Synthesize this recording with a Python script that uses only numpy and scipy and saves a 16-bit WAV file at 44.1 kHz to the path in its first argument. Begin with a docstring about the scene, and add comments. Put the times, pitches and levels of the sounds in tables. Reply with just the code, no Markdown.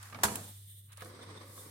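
"""A freezer drawer rolls in and slams shut in a quiet kitchen, making the cabinet ring.
Frozen packs bump inside it, a plastic catch snaps in, and air hisses through the seal.
A hand takes the open fridge door above; it swings with a soft rumble as bottles knock and clink.
The knocks echo in the room, a sleeve brushes near the microphone, and the compressor hums throughout."""
import sys
import numpy as np
from scipy import signal
from scipy.fft import rfft, irfft
from scipy.io import wavfile

SR = 44100
rng = np.random.default_rng(int(sys.argv[2]) if len(sys.argv) > 2 else 0)


def transcribe(u):
    """Save the signal u as a 16-bit wav file named by the first command-line argument.

    u: samples, shape (n,) or (channels, n), limited to [-1, 1]; the rate is SR.
    q: integer samples, one column per channel.
    """
    v = np.clip(np.atleast_2d(u).T, -1, 1)
    q = np.round(v * 32767).astype(np.int16)
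    wavfile.write(sys.argv[1], SR, q)


N = 74970
T, HZ = np.arange(N) / SR, np.fft.rfftfreq(N, 1 / SR)
SIDES = np.array([[1], [-1]])  # left counts as plus, right as minus
RIGHT_LEAD_S = 6 / SR  # clicks and the cabinet's ring reach the right microphone first

# Levels in the tables are relative. A "colour" says how strong the low and high pitches are.
# the drawer hitting the seal and frame, then bouncing (time [s], level [dB])
SLAM_HITS = [(.2335, -13), (.2349, -0.5), (.2392, -15), (.2525, -12)]
# which side the slam is louder on (frequency [Hz], left minus right [dB])
SLAM_BALANCE = [(600, 0.5), (1000, -3.5), (2800, -4), (6000, 0.5)]
# rumble of the swinging fridge door (time [s], level [dB])
SWING_LEVELS = [(.92, -110), (1.012, -75), (1.03, -56), (1.13, -54), (1.38, -51), (1.54, -58), (1.7, -56)]
# colour of that door's rumble and thuds (frequency [Hz], level [dB])
DOOR_COLOUR = [(30, -31), (130, -4.5), (250, -1), (400, -1.5), (540, 2.5), (640, -11.5), (880, -9.5),
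               (1170, -1), (1350, -11.5), (2100, -9), (2700, -19.5), (3600, -12), (5800, -17), (7000, -28),
               (8700, -12.5), (10500, -36), (16000, -54)]


def drawer_slam(split_hz=3340):
    """The drawer hits the cabinet: a hard crack, then a burst from the shaking panels."""
    # colour of the slam (frequency [Hz], level [dB])
    colour = [(30, -44.5), (60, -31.5), (95, -6.5), (230, -12), (340, -15), (470, -7.5), (720, -10.5),
              (1000, -1.5), (1300, -6.5), (1580, -7.5), (1750, -9), (2620, -16), (3400, -12), (5500, -12.5),
              (8000, -9), (11700, -11), (16000, -22.5)]
    low_share = 1 / (1 + (HZ / split_hz) ** 4)
    lows = rfft(clatter(SLAM_HITS, colour, t60=0.097)) * np.sqrt(low_share)
    highs = rfft(clatter(SLAM_HITS, colour, t60=0.081)) * np.sqrt(1 - low_share)
    bang = amp(-18.5) * (lows + highs) + amp(-2) * rfft(click(SLAM_HITS, colour))
    return irfft(bang * amp(read(SLAM_BALANCE) / 2 * SIDES), N)


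def cabinet_ring(swell_cycles=1.54):
    """After the hardest hit, the cabinet's own notes build up quickly and die away."""
    # notes of the cabinet and drawer front (frequency [Hz], level [dB], time to fade by 60 dB [s])
    modes = [(79.4, 6, 0.18), (131, -10, 0.39), (194, -9, .3), (208, -4, 0.5), (412.4, -5.5, 0.33),
             (493.6, -10, 0.45), (665.4, -5, 0.27), (770, -4, 0.26), (960, 1, 0.12), (1117, 2.5, 0.11),
             (1183, -1, 0.1), (1440, 2.5, 0.091), (1582, 3.5, 0.09), (1640, -4.5, 0.23)]
    hit_s = max(SLAM_HITS, key=lambda row: row[1])[0]
    age = np.maximum(T - hit_s - np.array([[RIGHT_LEAD_S], [0]]), 0)
    ring = np.zeros((2, N))
    for hz, db, t60 in modes:
        lean_db = read(SLAM_BALANCE, hz) / 2 * SIDES
        swell = 1 - np.exp(-age * hz / swell_cycles)
        ring += amp(db + lean_db - 60 * age / t60) * swell * np.sin(2 * np.pi * hz * age)
    return amp(-34) * ring


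def drawer_catch():
    """The plastic catch snaps in just after the slam."""
    # colour of the snap (frequency [Hz], level [dB])
    colour = [(100, -54), (1000, -11), (2500, -2), (5000, -12), (7000, -4.5), (9000, 4), (11500, -1.5),
              (14000, -0.5), (16000, 1)]
    return snap([(0.3563, -25.5)], colour, t60=0.028)


def drawer_runners():
    """The moving drawer rumbles on its runners while its slides scrape thinly."""
    # loudness of the rumble and the scrape (time [s], level [dB])
    roll_levels, scrape_levels = [(0, -77.5), (.11, -62), (.16, -48.5), (.22, -50.5), (.26, -42.5),
                                  (.39, -49.5), (.49, -59.5), (.59, -100)], [(0, -58), (.022, -56), (.032, -52.5), (.11, -57),
                                                (.17, -66), (.24, -49.5), (.3, -110)]
    # their colours (frequency [Hz], level [dB])
    roll_colour, scrape_colour = [(25, -34), (70, -17.5), (120, -1.5), (165, -7), (220, -3), (320, -12.5),
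                                  (700, -10.5), (1500, -17.5), (4000, -31), (16000, -71)], [(100, -28.5), (600, -12.5), (1150, 1), (2000, -3.5),
                                                       (2800, -10), (4000, -10.5), (7000, -10.5),
                                                       (16000, -24.5)]
    roll = rub(roll_levels, roll_colour, rough_db=1.5, rate_hz=81)
    return roll + rub(scrape_levels, scrape_colour, rough_db=1.5, rate_hz=110)


def frozen_packs():
    """Packs bump in the drawer, each with a click, a short clatter and a note."""
    # bumps (time [s], clatter level [dB], note [Hz], note level [dB])
    bumps = [(.126, -47, 1590, -45.5), (.1295, -50.5, 1210, -43), (.1455, -39, 2270, -46),
             (.1562, -47.5, 1410, -48), (.1885, -48.5, 847, -41.5), (.283, -36.5, 1140, -51),
             (.305, -45.5, 1098, -44), (.315, -52, 915, -38)]
    # colour of the clatter (frequency [Hz], level [dB])
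    colour = [(60, -29), (200, 3), (400, -12), (800, -6), (1250, 1.5), (2300, -3), (5000, -13),
              (16000, -42.5)]
    return snap([row[:2] for row in bumps], colour, t60=0.046) + notes(bumps, t60=0.041)


def seal_hiss():
    """Air whistles through the seal as the cold compartment sucks it shut."""
    # loudness of the hiss (time [s], level [dB])
    levels = [(.38, -77), (.45, -51.5), (.56, -61), (.68, -56.5), (.84, -59), (.91, -72.5), (1.0, -100)]
    # its colour (frequency [Hz], level [dB])
    colour = [(1300, -37.5), (2000, -6.5), (2450, -23.5), (3150, -2), (3800, 1.5), (4400, -16),
              (5800, -17.5), (7700, -8.5), (9000, 7), (9800, -5), (13700, 0), (16000, -9.5)]
    return rub(levels, colour, rough_db=2.6, rate_hz=16.5)


def plastic_ticks():
    """Plastic parts give small, bright ticks."""
    # ticks (time [s], level [dB])
    ticks = [(.028, -45.5), (.698, -58), (.921, -52.5), (.929, -47.5), (.9725, -45.5), (1.007, -48),
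             (1.047, -46), (1.231, -52.5)]
    # their colour (frequency [Hz], level [dB])
    colour = [(100, -41.5), (1000, -21), (4000, -5), (6500, -11), (9000, 2), (11500, -6), (14000, -26.5),
              (16000, -10)]
    return snap(ticks, colour, t60=0.031)


def fridge_door():
    """Fingers slide onto the door's edge, and it swings with a soft rumble."""
    # loudness of the rubbing fingers (time [s], level [dB])
    grip_levels = [(.86, -86), (.925, -54.5), (.952, -66.5), (.985, -59), (1.015, -49), (1.09, -100)]
    # colour of the rubbing (frequency [Hz], level [dB])
    grip_colour = [(100, -26.5), (700, -13), (1200, -1), (2200, -3), (3000, -6.5), (4000, -5.5),
                   (6000, -36.5), (16000, -10.5)]
    fingers = rub(grip_levels, grip_colour, rough_db=2.0, rate_hz=66)
    return fingers + rub(SWING_LEVELS, DOOR_COLOUR, rough_db=1.57, rate_hz=27)


def door_shelves(taps_per_s=34):
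    """Bottles and loose packs make the plastic shelves ring; heavier knocks also thump the door."""
    # bottle knocks (time [s], clatter level [dB], note [Hz], note level [dB], thump level [dB])
    knocks = [(0.9789, -50, 1150, -52, -90), (1.008, -52, 2110, -46.5, -78),
              (1.021, -42.5, 1690, -43.5, -45.5), (1.058, -48, 2210, -57.5, -66),
              (1.192, -60, 1394, -47, -53), (1.291, -58, 1147, -50, -62),
              (1.577, -53.5, 1134, -52.5, -58.5)]
    # colour of the clatter (frequency [Hz], level [dB])
    colour = [(60, -36), (700, -6.5), (1150, -0.5), (1800, -4.5), (2500, -14), (16000, -20)]
    # notes of the shelves and the hollow door (frequency [Hz], level [dB], time to fade by 60 dB [s])
    shelf_modes, door_modes = [(1096, -14.5, 0.14), (1260, -6.5, 0.1), (1500, -0.5, 0.092),
                               (1666, -20, 0.28)], [(309, -15.5, 0.18), (453, -7.5, 0.18), (513, -8, 0.18),
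                                              (683, -5.5, 0.106)]
    hits = [row[:2] for row in knocks]
    thumps = [(row[0], row[-1]) for row in knocks]
    taps = rng.uniform(-1, 1, N) * (rng.random(N) < taps_per_s / SR)
    taps *= amp(4.5 + level_curve(SWING_LEVELS))  # loose packs tap harder as the rumble grows
    bottles = clatter(hits, colour, t60=0.051) + notes(knocks, t60=0.032)
    shelves = amp(-10.5) * convolve(strikes(hits) + taps, ringing(shelf_modes))
    door_ring = convolve(strikes(thumps), ringing(door_modes))
    door_thud = amp(-3.5) * clatter(thumps, DOOR_COLOUR, t60=0.1)
    return bottles + shelves + door_ring + door_thud


def glass_clinks():
    """Glass touches glass and rings briefly."""
    # touches (time [s], level [dB])
    touches = [(1.214, -53.5), (1.37, -51), (1.585, -55.5)]
    # colour with one sharp, high peak (frequency [Hz], level [dB])
    colour = [(100, -27), (2900, -25), (3620, 30), (4400, -18), (16000, -20)]
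    return clatter(touches, colour, t60=0.09)


def sleeve():
    """Cloth brushes softly near the microphone."""
    # loudness of the brushing (time [s], level [dB])
    levels = [(0, -71), (.034, -58.5), (.13, -62), (.5, -60), (.95, -72.5), (1.07, -58), (1.14, -69.5),
              (1.35, -71), (1.48, -59), (1.6, -50), (1.7, -58)]
    # its colour (frequency [Hz], level [dB])
    colour = [(750, -23.5), (2500, -21.5), (3500, -7.5), (6500, -6), (9000, 2.5), (10200, 0), (13800, -2),
              (16000, -8.5)]
    return rub(levels, colour, rough_db=0.6, rate_hz=150)


def compressor(hum_hz=99.35):
    """The compressor hums at twice the mains frequency, wavering a little."""
    # loudness of the hum at the moving microphone (time [s], level [dB])
    levels = [(0, -53), (.3, -54), (.45, -52.5), (.95, -55.5), (1.07, -53), (1.17, -60), (1.3, -51.5),
              (1.45, -55.5), (1.7, -57)]
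    level_db = level_curve(levels) + 0.5 * drift(5.2)
    phase = 2 * np.pi * hum_hz * T + 0.075 * drift(4.6)
    return np.sqrt(2) * np.sin(phase) * amp(level_db)


def wall_echo(x, delay_s=0.0017, gain=0.39):
    """Sound bounces off the near wall, boosting some pitches and weakening others."""
    reflection = gain * np.exp(-2j * np.pi * HZ * delay_s)
    return irfft(rfft(x) * (1 + reflection), N) / np.hypot(1, gain)


def kitchen_echo(x, build_s=0.0054):
    """Many reflections blur into a tail in which each pitch fades at its own speed."""
    # how long the room rings (frequency [Hz], time to fade by 60 dB [s])
    fade_times = [(60, .3), (200, 0.31), (400, 0.55), (1000, 0.55), (4000, 1), (9000, 0.62), (16000, 0.53)]
    # colour of the tail (frequency [Hz], level [dB])
    colour = [(60, -17.5), (300, 13.5), (1000, -3.5), (3000, -5.5), (9000, 2.5), (16000, 0)]
    hz, t, bands = signal.stft(noise(), SR, nperseg=256)
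    fade = amp(-60 * t / read(fade_times, hz)[:, None])
    tail = signal.istft(bands * fade, SR, nperseg=256)[1][:, :N]
    tail *= 1 - np.exp(-(T / build_s) ** 2)
    return convolve(x, tint(unit(tail) / np.sqrt(N), colour))


def room_air():
    """The faint, low background noise of a still room."""
    # colour of the background (frequency [Hz], level [dB])
    colour = [(20, -18.5), (50, -11), (85, -1), (140, -3.5), (250, -20.5), (500, -25), (1000, -48),
              (16000, -42.5)]
    return amp(-68) * tint(noise(), colour)


def clatter(hits, colour, t60):
    """Each hit starts a noise burst, like many crowded notes, that fades by 60 dB in t60 seconds."""
    power = sum((T >= s) * amp(db - 60 * np.maximum(T - s, 0) / t60) ** 2 for s, db in hits)
    return tint(noise() * np.sqrt(power), colour)


def click(hits, colour):
    """The bare click of two things meeting, heard first on the right."""
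    right = tint(strikes(hits), colour)[0]
    return np.array([np.interp(T - RIGHT_LEAD_S, T, right), right])


def snap(hits, colour, t60):
    """A small contact: a click followed by a short clatter."""
    return clatter(hits, colour, t60) + amp(9) * click(hits, colour)


def rub(levels, colour, rough_db, rate_hz):
    """Uneven rubbing or airflow that follows a loudness curve."""
    rough_noise = noise() * unit(amp(rough_db * drift(rate_hz)))
    return tint(rough_noise, colour) * amp(level_curve(levels))


def notes(rows, t60):
    """Each struck item rings briefly at its own pitch."""
    return sum(convolve(strikes([(s, db)]), ringing([(hz, 0, t60)])) for s, _, hz, db, *_ in rows)


def ringing(modes):
    """An object's own notes (its modes) fading after one tap."""
    return sum(amp(db - 60 * T / t60) * np.sin(2 * np.pi * hz * T) for hz, db, t60 in modes)


def strikes(hits):
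    """One single-sample spike for each hit."""
    spikes = np.zeros(N)
    for s, db in hits:
        spikes[round(s * SR)] += amp(db)
    return spikes


def noise():
    """White noise at two microphones, alike in the bass and a little louder on the right."""
    # how alike the two sides are (frequency [Hz], correlation [0 to 1])
    likeness = [(50, 0.76), (130, 1), (300, 0.88), (700, 0.56), (1500, 0), (16000, 0)]
    common, separate = rfft(rng.standard_normal((2, N)))
    same, lean = np.clip(read(likeness), -1, 1), amp(-0.94 / 2)
    right = same * common + np.sqrt(1 - same ** 2) * separate
    return unit(irfft([common * lean, right / lean], N))


def drift(rate_hz):
    """Random wandering, mostly slower than rate_hz."""
    return unit(irfft(rfft(rng.standard_normal(N)) / (1 + (HZ / rate_hz) ** 4), N))


def tint(x, colour):
    """Gives a sound a colour, using a filter that leaves white noise equally strong."""
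    log_gain = np.log(unit(amp(read(colour, abs(np.fft.fftfreq(4096, 1 / SR))))))
    response = np.exp(np.conj(signal.hilbert(log_gain)))  # rings after a hit, never before it
    return convolve(x, np.fft.ifft(response).real[:2048])


def convolve(a, b):
    """Starts a scaled copy of b at every sample of a, cut to the scene's length."""
    return signal.fftconvolve(np.atleast_2d(a), np.atleast_2d(b), axes=1)[:, :N]


def level_curve(points):
    """Joins (time, level) points with straight lines."""
    return np.interp(T, *np.transpose(points))


def read(points, hz=HZ):
    """Reads between a table's rows on a log-frequency axis."""
    frequency, value = np.transpose(points)
    return np.interp(np.log(hz + 1), np.log(frequency + 1), value)


def amp(db):
    """Turns decibels into a gain."""
    return 10 ** (np.asarray(db) / 20)


def unit(x):
    """Scales a signal to an average power of 1."""
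    return x / np.sqrt(np.mean(x ** 2) + 1e-20)


def scene():
    """The slam and small knocks with their echoes, plus rubbing, hiss and hum."""
    drawer = drawer_slam() + drawer_catch()
    knocks = frozen_packs() + plastic_ticks() + door_shelves() + glass_clinks()
    knocks *= amp(-3 / 2 * SIDES)  # shifted 3 dB toward the right
    direct = drawer + cabinet_ring() + drawer_runners() + fridge_door()
    near_wall = wall_echo(knocks + seal_hiss() + sleeve())
    room = kitchen_echo(amp(-9.5) * drawer + amp(-8) * knocks)
    return direct + near_wall + room + compressor() + room_air()


def record(dry):
    """Cuts away the very highest treble, above 16 kHz."""
    low_pass = signal.firwin(511, 16000, window=("kaiser", 9), fs=SR)
    return signal.oaconvolve(dry, low_pass[None], "same")


dry = scene()
out = record(dry)
transcribe(out)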